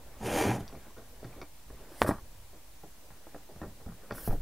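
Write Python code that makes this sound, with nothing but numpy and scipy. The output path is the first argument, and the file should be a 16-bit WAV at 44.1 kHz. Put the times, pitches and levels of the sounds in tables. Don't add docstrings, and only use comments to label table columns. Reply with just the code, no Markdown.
import sys
import numpy as np
from scipy import signal
from scipy.io import wavfile
from scipy.ndimage import uniform_filter1d

SR = 44100
rng = np.random.default_rng(int(sys.argv[2]) if len(sys.argv) > 2 else 0)


def persist_wave(psi):
    counts = np.round(np.clip(psi, -1, 1) * 32767).astype(np.int16)
    wavfile.write(sys.argv[1], SR, np.atleast_2d(counts).T)


def how_loud(loudness_db):
    steps = np.asarray(loudness_db, float) / 20
    return 10 ** steps


N = 194657


def evened(x):
    return x / np.sqrt(np.mean(x ** 2) + 1e-20)


def add(mix, s, sound):
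    part = mix[round(s * SR):][:len(sound)]
    part += sound[:len(part)]


def level(rows):
    s, db = np.transpose(rows)
    return how_loud(np.interp(np.arange(N) / SR, s, db, -120, -120))


def noise(colour, patchy_db=0., grain_db=0.):
    frames, hz = N // 256 + 5, np.fft.rfftfreq(1024, 1 / SR)
    grain = np.minimum(rng.exponential(1, frames * 256), 5)
    white = rng.standard_normal(frames * 256) * how_loud(grain_db * grain)
    spectrum = signal.stft(white, nperseg=1024, noverlap=768)[2]
    patches = uniform_filter1d(rng.standard_normal(spectrum.shape), size=10, axis=0)
    patches = evened(uniform_filter1d(patches, size=6, axis=1))
    colour_hz, colour_db = np.transpose(colour)
    shape_db = np.interp(np.log(hz + 1), np.log(colour_hz + 1), colour_db, -90, -90)
    spectrum = spectrum * how_loud(shape_db[:, None] + patchy_db * patches)
    return evened(signal.istft(spectrum, nperseg=1024, noverlap=768)[1][:N])


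# (frequency [Hz], width [Hz], relative level [dB])
FRAME = [
    [(60.3, 43, -13), (109, 23.6, -7), (170.6, 46, -4.5), (226, 54, -1.5)],
    [(299.5, 35, -3.5), (383, 54, -1), (485, 104, 3), (592, 41.5, -4.5), (662, 60, -0.5), (810, 65, 2)],
    [(975, 130, -3.5), (1118, 180, 2), (1240, 147, -3.5), (1388, 163, 1.5), (1630, 99, -3), (1861, 105, -1),
     (2273, 150, -7.5), (2550, 130, -5.5)],
    [(3596, 280, -2.5), (4460, 320, 6), (5850, 410, 15), (6200, 1600, -13)],
]
CONTACT_S = (0.00085, 0.00037, 0.00018, 0.0001)


def ring(modes, signs, contact_s):
    hz, width, db = np.transpose(modes)[:, :, None]
    t = np.arange(3000) / SR
    decay = np.exp(-np.pi * width * t)
    free = (signs[:len(modes), None] * how_loud(db) * decay * np.sin(2 * np.pi * hz * t)).sum(0)
    blow = np.exp(-((t[:200] - 2 * contact_s) / contact_s) ** 2)
    return np.convolve(free, blow)


RATTLE_SHARE = (1.28, 0.98, 1.04, 0.99)
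SHARP_T60 = 0.13
SQUARE_DB = 6


def strike(parts, parts_db, contacts_s, shares, t60, direction=0):
    t, sound = np.arange(6000) / SR, 0
    strength_db = 3.38 * np.minimum(rng.exponential(1, len(t)), 3.5)
    contacts = 0.11 * rng.standard_normal(len(t)) * how_loud(strength_db) * (rng.random(len(t)) < .08)
    contacts[0] = min(SHARP_T60 / t60, 1) ** 2 * (how_loud(SQUARE_DB) if direction else 1)
    for db, part, contact_s, share in zip(parts_db, parts, contacts_s, shares):
        dying = contacts * how_loud(-60 * t / max(t60 * share, .004))
        signs = np.sign(direction + rng.uniform(-.5, .5, size=9))
        rung = signal.fftconvolve(dying, ring(part, signs, contact_s))
        sound = sound + how_loud(db) * rung / abs(rung).max()
    return sound


# (time [s], level of the rubbing [dB], level of the van body rocking [dB])
HANDLING = [(0, -59.5, -57.5), (.2, -54, -53.5), (.54, -51, -53), (0.731, -57, -51.5), (.86, -56, -61.5),
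            (1.0, -68, -58), (1.39, -54.5, -53), (1.51, -78, -60.5), (1.75, -57.5, -49.5), (1.89, -56, -61),
            (2.03, -51.5, -55), (2.2, -62, -49.5), (2.55, -74, -58), (3.3, -62, -62.5),
            (3.53, -64.5, -59.5), (3.61, -56.5, -52), (3.74, -64.5, -55), (3.9, -66.5, -59),
            (4.15, -52.5, -52), (4.31, -52, -47), (4.41, -66, -39)]
# (frequency [Hz], relative level per Hz [dB])
RUB_COLOUR = [(35, -52), (60, -17.5), (258, -1), (297, -7), (367, -4.5), (540, -4.5), (1190, -14),
              (1500, -13), (4000, -29), (5200, -56), (8800, -120)]
RUMBLE_COLOUR = [(3, -6), (15, 0), (30, 5), (50, -13.5), (90, -29), (160, -17)]
SHUFFLES_PER_S, SHUFFLE_DB = 51, -15.5


def handling():
    s, rub_db, rock_db = np.transpose(HANDLING)
    bumps = (rng.random(N) < SHUFFLES_PER_S / SR) * rng.standard_normal(N)
    frame_ring = ring(FRAME[1], (-1) ** np.arange(9), CONTACT_S[1])
    bumps = evened(signal.fftconvolve(bumps, frame_ring)[:N])
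    rub = noise(RUB_COLOUR, patchy_db=3.0, grain_db=3.) + how_loud(SHUFFLE_DB) * bumps
    return level(np.c_[s, rub_db]) * rub + level(np.c_[s, rock_db]) * noise(RUMBLE_COLOUR)


# (frequency [Hz], relative level per Hz [dB])
HISS = [(59, -29), (100, -0.5), (243, -12.5), (282, -0.5), (327, -11), (849, -9.5), (944, -9), (1100, -12),
        (1240, -15), (10800, -18), (15800, -18)]


def common_hiss():
    return how_loud(-60.5) * noise(HISS, patchy_db=0.87)


# (frequency [Hz], relative level per Hz [dB])
SIDE_HISS = [(24, -34), (40, -7), (225, -3), (1700, -4), (7460, -3.5), (14700, -4), (15800, -18)]


def side_hiss():
    return how_loud(-63) * noise(SIDE_HISS)


# (time [s], level [dB])
SWISH = [(.18, -70.5), (.268, -41.5), (.286, -46), (.382, -37), (.47, -43), (.564, -50.5), (.588, -65),
         (.608, -54), (.638, -82)]
# (frequency [Hz], relative level per Hz [dB])
SWISH_COLOUR = [(1820, -14), (3100, 2), (3270, -2.5), (4150, -9.5), (4440, -7), (4660, -7), (5370, -6.5),
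                (6500, -3), (6860, -3.5), (7650, -12), (9440, -3.5), (10400, -8.5), (13800, -11.5),
                (15700, -24)]


def swish():
    return level(SWISH) * noise(SWISH_COLOUR, patchy_db=1.9, grain_db=3.5)


# (time [s], mean slip rate [1/s], strain as rms level in the frame [dB],
# level of the base [dB], boom of the cushion board [Hz])
HINGE = [(.19, 67, -67, -40, 218.6), (.225, 71.4, -43, -41, 232), (.265, 75, -36, -43.5, 400),
         (.345, 83.7, -34.5, -34.5, 570), (0.371, 80.8, -31, -54, 497), (0.419, 77, -30.5, -43, 368),
         (0.459, 68, -33, -35, 260), (.498, 64, -32, -29.5, 120.1), (.555, 59.8, -38, -37, 120),
         (0.609, 58, -48, -45, 120), (.66, 68, -60, -57, 121)]
# (frequency [Hz], width [Hz], relative level [dB])
PIN = [(2180, 130, -3), (2387, 190, 10)]
# (rms level at full strain [dB], slope [dB per dB of strain])
FOLLOW = [(-37, 1.3), (-41, 1.7), (-35, 1.6)]
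FULL_DB = -32
RUBBING = 0.62


def hinge():
    s, *columns = np.transpose(HINGE)
    t = np.arange(s[0], s[-1], 1 / SR)
    rate, strain_db, base_db, boom_hz = (np.interp(t, s, c) for c in columns)
    uneven = 1 + 0.11 * uniform_filter1d(rng.standard_normal(len(t)), size=300)
    slips = np.cumsum(rate * uneven) / SR
    jolts = np.diff(np.floor(slips), prepend=0) * how_loud(0.68 * rng.standard_normal(len(t)))
    puffs = (1.5 + np.exp(-(slips % 1) / 1.4)) * rng.standard_normal(len(t))
    drive = (1 - RUBBING) * evened(jolts) + RUBBING * evened(puffs)

    def rung(force, modes, signs, contact_s):
        return evened(signal.fftconvolve(force, ring(modes, signs, contact_s))[:len(t)])

    base, frame, brackets = (rung(drive, part, (-1) ** np.arange(9), contact_s)
                             for part, contact_s in zip(FRAME[:3], CONTACT_S))
    turn = np.exp(2j * np.pi * np.cumsum(boom_hz) / SR)
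    r = np.exp(-np.pi * 200 / SR)
    kicks = evened(jolts + 0.0014 * puffs)
    boom = evened((turn * signal.lfilter([1], [1, -2 * r, r * r], kicks / turn)).real)
    bracket_rub = rung(puffs, FRAME[2], np.ones(9), CONTACT_S[2])
    pin = rung(jolts + 0.032 * puffs, PIN, np.ones(2), CONTACT_S[3])
    layers = base, frame, evened(brackets + 1.36 * bracket_rub), pin, boom
    levels_db = [base_db, strain_db] + [db + slope * (strain_db - FULL_DB) for db, slope in FOLLOW]
    judder = sum(how_loud(db) * layer for db, layer in zip(levels_db, layers))
    return s[0], judder * signal.windows.tukey(len(t), .1)


# (time [s], peak in the frame [dB], weight: base over frame [dB],
# hardness: brackets over frame [dB], rattle t60 before each part's share [s])
KNOCKS = [(0.212, -41, -10, -4, 0.096), (0.559, -42, -9, 3, 0.062), (.605, -36.5, 2, -4, 0.054),
          (.726, -42.5, -5, -19, 0.18), (0.753, -45, -3, -9, 0.1), (.965, -42.5, -6.5, -6, .3),
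          (1.228, -37.5, -16, -17, 0.12), (1.245, -41, 2.5, -2, 0.14), (1.265, -47, 6, -14, 0.11),
          (1.36, -43.5, -8, -25, 0.29), (1.415, -37.5, -14, -3.5, 0.12), (1.43, -39.5, -25, -12, .08),
          (1.702, -42, -27, -1.5, .08), (1.917, -44, -22, -6, .074), (2.012, -36, -12, -6, .037),
          (2.023, -22.5, -8.5, 4.5, 0.068), (2.0447, -22.5, -8.5, -6, 0.074), (2.062, -30, -19, 2.5, 0.27),
          (2.077, -29.5, 0.5, -6, .07), (2.108, -31, 5.5, 8, .11), (2.529, -51, -7, -2, 0.25),
          (2.834, -40, -7.5, -10, .15), (3.105, -51, 1.5, 6, 0.13), (3.268, -38.5, -18, -10, 0.081),
          (3.345, -35, -18, -8, 0.12), (3.49, -42.5, -10, -21, 0.33), (3.56, -44.5, 2.5, -7, 0.049),
          (3.615, -33.5, -1, -5.5, .13), (3.63, -35.5, -3, -9, 0.17), (3.667, -45, 6, -14, 0.13),
          (3.8, -50.5, -2, -3.5, 0.4), (3.862, -43, 9, -11, 0.18), (3.888, -53, 11, 5, 0.12),
          (3.92, -48.5, 10, 1, 0.076), (4.109, -30, -5, -0.5, 0.059), (4.122, -30, -8.5, -7.5, 0.051),
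          (4.131, -50, 9, 5, 0.083), (4.149, -48, -16, 4, 0.15), (4.18, -43, -7, 4, 0.13),
          (4.275, -24.5, 0.5, -11, 0.11), (4.307, -34, -5.5, -4.5, 0.15), (4.326, -30.5, -1, -11, 0.13)]
FITTINGS_DB = -30


def knock(s, db, weight_db, hard_db, t60, direction=0):
    parts_db = db + weight_db, db, db + hard_db, db + hard_db + FITTINGS_DB
    return s, strike(FRAME, parts_db, CONTACT_S, RATTLE_SHARE, t60, direction)


# (time [s], peak level [dB])
SLIPS = [(.667, -48), (.697, -43.5), (.723, -46), (.75, -42.5)]


def slip(s, db):
    return s, strike([FRAME[2][:2]], [db], CONTACT_S[2:], RATTLE_SHARE[2:], t60=0.045)


# (time [s], peak in the hinge pin [dB], peak in the small fittings [dB])
TICKS = [(.679, -53, -37), (.727, -50, -44), (.753, -48, -47), (.796, -52, -56), (.833, -59, -58),
         (.98, -50, -48), (1.245, -52, -46), (1.328, -48, -56), (1.416, -36.5, -39), (2.0183, -42, -22.5),
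         (2.025, -44, -28), (3.617, -50, -44), (4.108, -35, -39.5), (4.122, -48, -40), (4.326, -59, -44)]


def tick(s, *parts_db):
    return s, strike((PIN, FRAME[3]), parts_db, CONTACT_S[2:], RATTLE_SHARE[2:], t60=0.098)


# (time [s], level [dB])
SLIDES = [
    [(1.88, -68), (2.0, -55), (2.03, -42.5), (2.055, -57), (2.084, -41), (2.097, -46.5), (2.12, -57.5),
     (2.17, -69)],
    [(4.135, -59), (4.156, -49), (4.22, -48.5), (4.245, -49), (4.283, -44), (4.294, -55), (4.336, -55),
     (4.4, -75)],
]
# (frequency [Hz], relative level per Hz [dB])
SLIDE_COLOURS = [(1760, -34), (3000, -6.5), (4970, -1), (7030, -9), (8650, 1.5), (15200, -5.5),
                 (15700, -12)], [(1760, -37), (3000, -9), (3900, -15), (5080, -6), (7280, -9.5),
                 (11200, 1.5), (15700, 0)]


def slides():
    return sum(level(rows) * noise(colour, patchy_db=2.6) for rows, colour in zip(SLIDES, SLIDE_COLOURS))


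# (time [s], peak in the frame [dB], base over frame [dB],
# brackets over frame [dB], rattle t60 before each part's share [s], direction [sign])
LATCH = [(2.0167, -13, -33, -4, 0.06, -1), (2.0908, -10.5, -16, -8, 0.14, 1)]


def latch(*row):
    return knock(*row)


# (scale of the push [dB], scale of the edge [dB], splinter t60 [s])
CRACK = (-3.5, -12.5, 0.0082)


def crack():
    push_db, edge_db, t60 = CRACK
    t = np.arange(1500) / SR
    push = np.exp(-((t - .0003) / .00014) ** 2) - .25 * np.exp(-((t - .0008) / .0003) ** 2)
    edge = (1 - t / .0001) * np.exp(-t / .0001)
    splinters = rng.standard_normal(len(t)) * how_loud(-60 * t / t60)
    splinters = np.convolve(splinters, ring(FRAME[3], np.ones(9), CONTACT_S[3]))[:len(t)]
    sharp = edge + 0.096 * splinters / abs(splinters).max()
    return 2.0183, how_loud(push_db) * push + how_loud(edge_db) * sharp


# (starting amplitude [dB], frequency [Hz], t60 [s])
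SETTLE = (-20, 18.8, 0.51)


def settle():
    db, hz, t60 = SETTLE
    t = np.arange(SR // 4) / SR
    return 4.292, how_loud(db - 60 * t / t60) * np.sin(2 * np.pi * hz * t)


def scene():
    mid = handling() + common_hiss() + swish() + slides()
    side = side_hiss()
    for source in (hinge, crack, settle):
        add(mid, *source())
    for source, rows in ((knock, KNOCKS), (slip, SLIPS), (tick, TICKS), (latch, LATCH)):
        for row in rows:
            add(mid, *source(*row))
    return np.array([mid + side, mid - side])


def band_limit(x):
    return signal.sosfilt(signal.butter(12, 16550, fs=SR, output="sos"), x)


def record(dry):
    mix = dry + how_loud(-50.5)
    return band_limit(mix)


dry = scene()
out = record(dry)
persist_wave(out)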